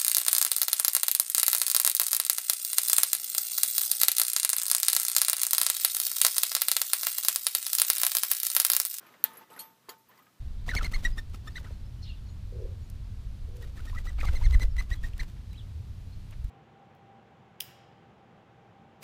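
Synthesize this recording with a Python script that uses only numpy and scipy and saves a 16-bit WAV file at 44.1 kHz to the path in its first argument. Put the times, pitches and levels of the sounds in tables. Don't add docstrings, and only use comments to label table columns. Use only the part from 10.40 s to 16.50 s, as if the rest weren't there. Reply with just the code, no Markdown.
import sys
import numpy as np
from scipy import signal
from scipy.fft import rfft, irfft
from scipy.io import wavfile
from scipy.ndimage import uniform_filter1d

SR = 44100
rng = np.random.default_rng(int(sys.argv[2]) if len(sys.argv) > 2 else 0)


def field_ratio(decibels):
    return 10 ** (np.asarray(decibels, dtype=float) / 20)


def bounce(signal):
    frames = np.transpose(np.atleast_2d(signal))
    limited = np.clip(frames, -1, 1)
    pcm = np.round(limited * 32767).astype(np.int16)
    wavfile.write(sys.argv[1], SR, pcm)


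N = 268965
TIME = np.arange(N) / SR

# f/Hz, density/dB per Hz
GARDEN_SPECTRUM = [(8.8, -9), (15, 3), (97, -0.5), (130, -9), (150, -17), (184, -16.5), (286, -28),
                   (350, -32), (455, -34), (497, -36), (2140, -43.5), (4180, -43.5), (6870, -51),
                   (14700, -57.5), (16000, -83)]
# t/s, level/dB
BREEZE_SWELL = [
    (0.0, -42),
    (0.39, -39),
    (2.9, -43),
    (4.13, -27.5),
    (5.01, -48),
    (6.1, -39),
]
# t/s, length/ms, first f/Hz, last f/Hz, level/dB
BIRD_NOTES = [(.722, 23, 4900, 4900, -68), (1.11, 35, 4080, 5100, -70), (1.6, 33, 3700, 4900, -77),
              (1.32, 31, 4150, 4200, -72), (1.575, 29, 2900, 3060, -73), (1.624, 23, 4300, 4270, -59),
              (1.662, 28.3, 3296, 4270, -61), (1.68, 27, 4280, 4230, -60), (1.68, 48.5, 2950, 2560, -59.5),
              (4.305, 31.5, 5730, 4470, -70), (1.875, 65, 6600, 6850, -77), (1.857, 22, 4300, 4350, -73),
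              (1.865, 14, 6100, 5200, -75), (1.69, 12, 7200, 6400, -74), (1.445, 35, 5200, 5200, -76),
              (1.665, 20, 3000, 2500, -70), (1.76, 33, 3500, 3450, -73), (.18, 40, 2900, 4600, -73),
              (1.885, 18.8, 3950, 4190, -69), (4.54, 75, 3340, 3300, -71), (5.103, 47, 4070, 3800, -68),
              (5.13, 45, 1890, 3600, -66.5), (5.165, 67, 3600, 2800, -66), (5.169, 40, 4170, 3230, -61.5),
              (5.71, 35, 4000, 4250, -71), (2.215, 19.5, 6030, 4420, -74), (2.42, 43, 6800, 6750, -78)]
# t/s, rise/ms, length/ms, peak level/dB
RUSTLE_STROKES = [(0.265, 24, 69, -53), (0.335, 9.6, 98, -49.5), (0.419, 7.4, 77, -49.5),
                  (0.509, 15, 100, -53), (0.627, 18, 87, -53.5), (0.76, 24, 49, -53.5), (0.9, 48, 96, -63),
                  (1.04, 22, 100, -62), (1.145, 25, 65, -58), (1.23, 12, 130, -63.5), (3.155, 13, 32, -62),
                  (3.2, 15, 103, -62), (3.35, 22, 160, -62), (3.44, 14, 130, -59), (3.54, 8.8, 78, -56),
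                  (3.646, 12, 85, -58.5), (3.771, 38, 180, -55.5), (3.839, 7.9, 76, -50),
                  (3.93, 4.7, 140, -57), (4.01, 17, 97, -55), (4.1, 55, 77, -53), (4.19, 38, 79, -54),
                  (4.362, 21, 76, -54.5), (4.495, 20, 66.5, -55.5), (4.62, 19, 73, -56.5),
                  (4.768, 34, 73, -58), (4.87, 12, 52, -64.5)]
# f/Hz, density/dB per Hz
FEATHER_SPECTRUM = [(150, -3.5), (250, -7.5), (407, -18), (1160, -20), (3280, -23), (3520, -21.5),
                    (11700, -33.5), (14700, -32.5), (16000, -30)]
# t/s,
# length/ms, level/dB
CHURN_SPANS = [(.28, 200, -54), (1.23, 100, -64), (3.37, 50, -62), (3.78, 120, -56), (3.92, 160, -60),
               (5.88, 70, -67), (4.96, 50, -67), (4.36, 60, -60), (4.5, 50, -62), (4.77, 80, -60),
               (4.7, 40, -66), (3.69, 20, -60)]
# t/s, peak level of the top/dB, relative level of the middle/dB
CLAP_EVENTS = [(0.2808, -53, 13.5), (0.3503, -31, 4), (0.4295, -45.5, 12.5), (0.5224, -40.5, -2),
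               (1.0717, -58.5, 9.5), (2.4999, -43.5, -24), (3.0885, -56, -6), (3.1586, -58, -2),
               (3.6538, -55, 0), (4.0214, -56, -3), (0.8984, -55, -8), (4.63, -58, 7), (3.168, -49, -13),
               (3.2252, -48, -6), (3.454, -63, 11), (3.5493, -54, 2), (3.8515, -46, -2), (1.186, -60, 6),
               (4.238, -56, 6), (3.9356, -51, 3), (4.0248, -67, 17), (4.108, -50.5, 11.5),
               (4.197, -48.5, 8.5), (4.3656, -47.5, 3), (4.503, -49, 5), (4.734, -64, 10),
               (4.779, -46.5, -5), (4.8304, -47.5, 1.5), (5.1307, -52.5, 0), (5.9095, -48, -10),
               (6.0436, -50, -3)]
# t/s, peak level/dB, centre f/Hz
FLAP_EVENTS = [(0.281, -31.5, 784), (0.347, -27.5, 483), (0.523, -43, 540), (1.07, -38.5, 523),
               (1.209, -40.5, 473), (1.245, -38.5, 537), (1.306, -39.5, 635), (3.829, -33.5, 615),
               (3.85, -33.5, 730), (3.936, -35.5, 555), (4.014, -46, 940), (4.198, -41, 476),
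               (4.239, -36.5, 476)]
# t/s, length/ms, top f/Hz, level/dB, sag of pitch as the wing twists/share
WHISTLE_STROKES = [(0.289, 34, 1990, -33.5, 0.24), (0.363, 31, 2188, -29.5, 0.29),
                   (0.439, 31, 2136, -36, .12), (0.534, 33, 2143, -34.5, 0.13), (0.649, 25, 1900, -25, 0),
                   (0.78, 20, 1823, -35.5, 0.02), (1.074, 18, 1800, -43, 0), (1.155, 31.3, 1986, -40, 0.17),
                   (1.243, 14, 1900, -51.5, 0.3), (3.226, 18, 1920, -51.5, 0.05),
                   (3.374, 9, 1796, -53, 0.09), (3.472, 34, 1870, -52, 0.06),
                   (3.563, 27.5, 1977, -43.5, 0.03), (3.671, 31, 1978, -45.5, 0.06),
                   (3.79, 29, 2283, -41.5, .34), (3.86, 35, 2114, -43, 0.3), (3.949, 28, 2073, -43.5, 0.3),
                   (4.032, 37, 2120, -46, 0.44), (4.122, 32, 2044, -35, 0.4),
                   (4.204, 35, 2035, -37.5, 0.12), (4.382, 30.3, 2035, -36, 0), (4.512, 31.3, 1990, -39, 0),
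                   (4.636, 31, 1910, -45, .02), (4.794, 22.7, 2045, -37.5, .22)]
SECOND_HARMONIC_DB = [-14, -10.5, -8, -7.5, -12.5, -10, -9, -12, -16, -10, -12, -10, -36, -14, -15.5, -15,
                      -2.5, -6, -15, -9, -11, -15, -17, -10]
# time of top/share of length, climb/share of pitch, gap between the wings/share of
# pitch, stall level/dB relative to the whistle
STROKE_BENDS = [(0.36, 0.133, 0.119, -30), (.28, .1, 0.0886, -30), (0.33, 0.146, 0.051, -10),
                (.4, 0.162, .03, -15.5), (.25, 0.018, 0.014, -26), (.4, .02, 0.017, -27),
                (.4, .02, 0.011, -24), (.42, .1, .06, -14), (.35, .12, .1, -14), (.3, 0.035, .04, -22),
                (.4, .03, 0.035, -20), (.5, .04, 0.018, -12), (0.65, 0.033, 0.014, -7.5),
                (0.48, 0.032, 0.016, -12), (0.614, .1, 0.084, -15), (0.47, 0.072, 0.074, -12),
                (.6, 0.051, .04, -22), (0.545, 0.031, 0.0396, -24), (0.635, .015, .015, -22),
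                (0.73, 0.031, .02, -12), (0.54, 0.052, .025, -18), (0.86, .09, 0.014, -16),
                (.7, 0.061, .015, -18), (.3, 0.156, .08, -18)]
# level/dB, level/dB, relative to its top
OPEN_CLOSE_DB = [(0, -2.5), (-3, -3), (-3, -3), (-3, -8), (-1, -9), (-2, -7), (0.5, -4), (-2.5, -3),
                 (-1, -4), (0, -2), (1, 0), (-1, -1), (-1.5, 0), (-1, -3), (-4, -1), (-4, -3), (-6, -1),
                 (-2.5, 5), (-13, -1), (-4.5, -1.5), (-2.5, -2), (-1, -1), (3, -4), (-0.5, -1.5)]
# t/s, length/ms, first f/Hz, last f/Hz, level/dB
LOW_CHIRPS = [(0.334, 12.3, 1390, 1510, -35.5), (0.41, 9.2, 1275, 1350, -38.5),
              (0.53, 9.5, 1210, 1365, -51), (0.562, 9.3, 1080, 1130, -51.5), (0.772, 16, 1080, 1470, -57),
              (0.944, 12, 1270, 1080, -53.5), (1.07, 18, 1270, 1200, -51.5), (1.253, 18, 1290, 1280, -58),
              (3.24, 12, 1280, 1502, -61), (3.38, 32, 1277, 1295, -58), (3.464, 13, 1256, 1300, -56),
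              (3.529, 16, 1063, 1011, -54), (3.548, 5, 1250, 1250, -49), (3.557, 9.7, 1240, 1260, -47),
              (3.664, 9.7, 1260, 1283, -48.5), (3.785, 8, 1290, 1255, -55),
              (3.832, 16.6, 1226, 1050, -41.5), (4.01, 17, 934, 975, -50), (4.027, 10, 1174, 1310, -54),
              (4.095, 14, 1040, 950, -60), (0.345, 6, 1400, 1300, -42), (0.421, 8, 1250, 1350, -46),
              (3.81, 7, 1850, 1650, -46), (4.058, 8, 1900, 1700, -48), (4.035, 9, 2100, 1800, -53),
              (3.888, 7, 1700, 1100, -52), (0.44, 4, 2000, 2000, -44), (3.835, 8, 2300, 2400, -54),
              (3.946, 6, 1250, 1300, -55), (3.393, 8, 1950, 2000, -59), (4.366, 5, 1700, 2300, -54),
              (4.732, 6, 2200, 3600, -56), (1.262, 25, 1700, 1100, -59), (3.403, 6.3, 1320, 1450, -53.5),
              (4.411, 5.7, 1190, 1230, -49)]
# t/s, suction level/dB, width/ms, rebound level/dB
GUST_VORTICES = [(0.334, -21, 6.6, -25), (0.359, -20.5, 3.6, -24.5), (0.402, -21, 11, -27.5),
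                 (0.436, -23.5, 5.8, -29), (0.482, -20, 9.3, -32), (0.552, -16.5, 17, -18),
                 (0.662, -16.5, 15.6, -18), (0.712, -22.5, 10.8, -22.5), (0.781, -22, 13.5, -27.5),
                 (2.246, -25, 14.6, -29), (3.415, -26, 16, -28), (3.601, -27, 18, -31),
                 (3.832, -24, 20, -20.5), (3.855, -23, 6.4, -21), (3.894, -19, 5.1, -19),
                 (3.979, -24, 9.2, -19.5), (4.029, -29, 5.6, -24), (4.066, -14, 6.9, -12),
                 (4.154, -7.5, 7.9, -8), (4.218, -18.5, 13, -24), (4.243, -13.5, 11, -11),
                 (4.387, -17, 10.7, -19), (4.518, -17, 6.9, -23), (4.641, -21.5, 13, -26),
                 (4.746, -27, 12, -32), (4.812, -21, 12.6, -23.5), (6.05, -25, 5.2, -52)]
# t/s, level/dB
COO_LEVELS = [
    [(2.122, -52.5), (2.2, -48.5), (2.28, -52), (2.33, -66)],
    [(3.06, -68), (3.11, -62), (3.16, -55.5), (3.23, -57.5), (3.28, -72)],
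]
# t/s, f/Hz
COO_PITCH = [
    (3.06, 425),
    (3.12, 482.7),
    (3.2, 477),
    (3.27, 455),
]


def level(x, db):
    return x * field_ratio(db) / np.sqrt(np.mean(x ** 2))


def band(x, lo_hz, hi_hz, order=2):
    return signal.sosfilt(signal.butter(order, (lo_hz, hi_hz), "bandpass", fs=SR, output="sos"), x)


def walk(rate, size=N):
    hold = max(int(SR / rate), 1)
    steps = np.repeat(rng.standard_normal(size // hold + 1), hold)
    return 1.37 * uniform_filter1d(uniform_filter1d(steps, hold), hold)[:size]


def coloured(points):
    hz, db = np.transpose(points)
    bins = np.maximum(np.arange(N // 2 + 1) * SR / N, 1)
    gain = field_ratio(np.interp(np.log(bins), np.log(hz), db))
    return irfft(rfft(rng.standard_normal(N)) * gain, N)


def envelope(tables, fade_s):
    gain = np.zeros(N)
    for table in tables:
        s, db = np.transpose(table)
        s = np.r_[s[0] - fade_s, s, s[-1] + 2 * fade_s]
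        db = np.r_[-90, db, -90]
        inside = (TIME > s[0]) * (TIME < s[-1])
        gain = np.maximum(gain, field_ratio(np.interp(TIME, s, db)) * inside)
    return gain


def add(out, s, x):
    i = int(s * SR)
    out[i:i + len(x)] += x[:N - i]


def garden():
    bed = level(coloured(GARDEN_SPECTRUM), -38)
    low = signal.sosfilt(signal.butter(2, 66, fs=SR, output="sos"), bed)
    s, db = np.transpose(BREEZE_SWELL)
    rumble = level(low, 0) * field_ratio(np.interp(TIME, s, db) + 2.57 * walk(2.9))
    leaves = band(bed, 4200, 5200) * (field_ratio(0.277 * walk(1.62)) - 1)
    return (bed - low) * field_ratio(0.21 * walk(7.8)) + rumble + leaves


def songbirds():
    out = np.zeros(N)
    arch = 0.014
    for s, ms, first_hz, last_hz, db in BIRD_NOTES:
        mid_hz = (1 + arch) * (first_hz + last_hz) / 2
        n = int(ms / 1000 * SR)
        hz = np.interp(np.linspace(0, 1, n), (0, .5, 1), (first_hz, mid_hz, last_hz))
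        hz = uniform_filter1d(hz, n // 4) * (1 + .012 * walk(250, size=n))
        note = np.sin(2 * np.pi * np.cumsum(hz) / SR) * field_ratio(2.5 * walk(200, size=n))
        add(out, s, field_ratio(db + 6.5) * signal.windows.tukey(n, .6) * note)
    slide_hz = np.interp(TIME, (1.62, 1.66, 1.8), (5800, 3600, 3300))
    slide = np.sin(2 * np.pi * np.cumsum(slide_hz) / SR)
    buzz = level(band(rng.standard_normal(N), 30, 820) * slide, 0)
    return out + buzz * envelope([[(1.62, -69), (1.64, -56), (1.68, -58.5), (1.79, -69)]], .01)


def rustle():
    start_db, end_db = -10, -10
    strokes = []
    for s, rise_ms, ms, db in RUSTLE_STROKES:
        strokes.append([(s, db + start_db), (s + rise_ms / 1000, db), (s + ms / 1000, db + end_db)])
    air = coloured(FEATHER_SPECTRUM)
    air = air / np.std(band(air, 7000, 15000))
    patches_db = 2.0 * walk(70) + 2.0 * walk(220) + 2.62 * walk(900) - 5.5
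    return air * field_ratio(patches_db) * envelope(strokes, .016)


def churn():
    grains = rng.standard_normal(N) * field_ratio(4.5 * walk(140) + 1.5 * walk(30))
    spans = [[(s, db), (s + ms / 1000, db)] for s, ms, db in CHURN_SPANS]
    return level(band(grains, 450, 2560), 0) * envelope(spans, 0.005)


def claps():
    out, t = np.zeros(N), np.arange(700) / SR
    rise_s, decay_s = np.array([[.0005], [.0012]]), np.array([[.0017], [.0024]])
    for s, db, middle_db in CLAP_EVENTS:
        noise = rng.standard_normal((2, len(t)))
        noise[0] *= .6 + 4.0 * (rng.random(len(t)) < .025)
        noise[0, 25] = 6.0
        ticks, puff = noise * (1 - np.exp(-t / rise_s)) * np.exp(-t / decay_s)
        top = band(ticks, 5100, 16400)
        middle = field_ratio(middle_db + 11.0) * band(puff, 590, 4600)
        add(out, s, field_ratio(db + 1.0) * (top + middle))
    return out


def flaps():
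    out, t = np.zeros(N), np.arange(2400) / SR
    for s, db, hz in FLAP_EVENTS:
        puff = level(band(rng.standard_normal(len(t)), 0.64 * hz, 1.36 * hz), db - 7.0)
        add(out, s, puff * (1 - np.exp(-t / 0.00039)) * np.exp(-t / 0.007))
    return out


def flutter(hz, over_db, apart, droop=0.26, top=0.37):
    out, n = 0, len(hz)
    along = np.linspace(0, 1, n)
    far_db = min(-12 + 90 * apart, -4)
    jitter = .009 + .22 * apart
    rough_db = 2.0 + 25 * apart
    peak = apart * np.exp(-((along - .8 * top) / .3) ** 2)
    sag = droop * rng.uniform(.5, 1.2) * np.abs((along - .35) / .65) ** 4
    for shift, db in ((0, -1.0), (peak - sag, far_db)):
        wobbling_hz = hz * (1 + shift + jitter * walk(514, size=n))
        phase = 2 * np.pi * (np.cumsum(wobbling_hz) / SR + rng.random())
        far_dulling = 30 * max(np.max(shift), 0)
        for k in range(7):
            tilt_db = over_db - 6.0 * (k - 1) + 2.5 - 9.0 * np.abs(along - top) - far_dulling * k
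            gain = field_ratio(db + (k > 0) * tilt_db + rough_db * walk(344, size=n))
            out = out + gain * np.sin((k + 1) * phase)
    return np.sqrt(2) * out


def stall(hz, db):
    along = np.linspace(0, 1, int(0.0185 * SR))
    slide = field_ratio(db) * flutter(hz * (1 - 0.58 * along), -6.5, apart=0.172)
    wash = level(band(rng.standard_normal(len(along)), 950, 3800), db - 14.0)
    return np.sin(np.pi * along ** 0.28) ** 2 * (slide + wash)


def whistles():
    out = np.zeros(N)
    attack_ms, release_ms, start_db, end_db = 2.9, 3, -10, 0.5
    breath_db, stall_power = -20, 2.12
    strokes = zip(WHISTLE_STROKES, SECOND_HARMONIC_DB, STROKE_BENDS, OPEN_CLOSE_DB)
    for (s, ms, top_hz, db, sag), over_db, (top, climb, apart, stall_db), (open_db, close_db) in strokes:
        t = np.arange(-1.5, ms + 4, 1000 / SR)
        edge = np.clip(np.minimum((t - t[0]) / 2.1, (t[-1] - t) / 11), 0, 1)
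        past = np.clip(t / (ms + 4), 0, 1) - top
        rising = climb * (past / top) ** 2
        falling = sag * np.abs(past / (1 - top)) ** stall_power
        hz = top_hz * (1 - np.where(past < 0, rising, falling))
        knots_ms = np.sort((0, attack_ms, top * ms, ms - release_ms, ms))
        knots_db = (open_db + start_db, open_db, 0, close_db, close_db + end_db)
        shape = edge * field_ratio(np.interp(t, knots_ms, knots_db))
        voice = level(flutter(hz, over_db, abs(apart), top=top), db)
        breath = band(rng.standard_normal(len(t)), 0.66 * top_hz, 1.45 * top_hz)
        add(out, s - .0015, shape * (voice + level(breath, db + breath_db)))
        add(out, s + ms / 1000 - .008, stall(hz[-1], db + stall_db))
    for s, ms, first_hz, last_hz, db in LOW_CHIRPS:
        along = np.linspace(0, 1, int(1.5 * ms / 1000 * SR))
        shape = np.sin(np.pi * along ** 0.5) ** 2
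        hz = first_hz + along * (last_hz - first_hz)
        chirp = flutter(hz, -20.5, apart=.07, droop=0.12)
        add(out, s - .001, shape * level(chirp, db + 3.5))
    return out


def gusts():
    out, t = np.zeros(N), np.arange(-.03, .09, 1 / SR)

    def bump(at_ms, width_ms):
        return np.exp(-.5 * ((1000 * t - at_ms) / (width_ms / 2.51)) ** 2)

    for s, suck_db, ms, push_db in GUST_VORTICES:
        late_ms = 6.65 + 0.38 * ms
        swing = bump(late_ms, 1.44 * ms) - 0.33 * bump(2.34 * late_ms, 2.34 * ms)
        add(out, s + t[0], field_ratio(push_db) * swing - field_ratio(suck_db) * bump(0, ms))
    return out


def coos():
    pulses = np.zeros(N)
    periods = SR / 112 * (1 + .13 * rng.standard_normal(900))
    at = np.cumsum(periods).astype(int)
    strength = field_ratio(2.8 * rng.standard_normal(900))
    pulses[at[at < N]] = strength[at < N]
    growl = level(band(pulses, 355, 545, order=4), 0)
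    hz = np.interp(TIME, *np.transpose(COO_PITCH)) * (1 + 0.01456 * walk(30.4))
    tone = np.sin(2 * np.pi * np.cumsum(hz) / SR)
    near = growl * envelope(COO_LEVELS[:1], .008)
    return near + (1.25 * tone + 0.68 * growl) * envelope(COO_LEVELS[1:], 0.04)


def echoes(x, t60_s, db):
    t = np.arange(int(.4 * SR)) / SR
    decay = np.exp(-np.log(1000) * t / t60_s)
    tail = rng.standard_normal(len(t)) * decay * np.minimum(t / 0.017, 1)
    return x + field_ratio(db) * signal.fftconvolve(x, tail / np.linalg.norm(tail))[:N]


def scene():
    near = echoes(rustle() + churn() + claps() + flaps() + whistles(), 0.21, -25.0)
    far = echoes(songbirds(), 0.13, -8.0) + echoes(coos(), 0.33, -7.5)
    fade = np.minimum(np.minimum(TIME / .004, (TIME[-1] - TIME) / .002), 1)
    return (fade * (garden() + near + gusts() + far))[None]


def top_cut(x):
    return signal.sosfilt(signal.butter(12, 16490, fs=SR, output="sos"), x)


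def record(dry):
    bass_cut = signal.sosfilt(signal.butter(1, 6, "highpass", fs=SR, output="sos"), dry)
    mix = signal.sosfilt(signal.ellip(8, .2, 30, 15250, fs=SR, output="sos"), bass_cut)
    return top_cut(mix)


dry = scene()
out = record(dry)
bounce(out)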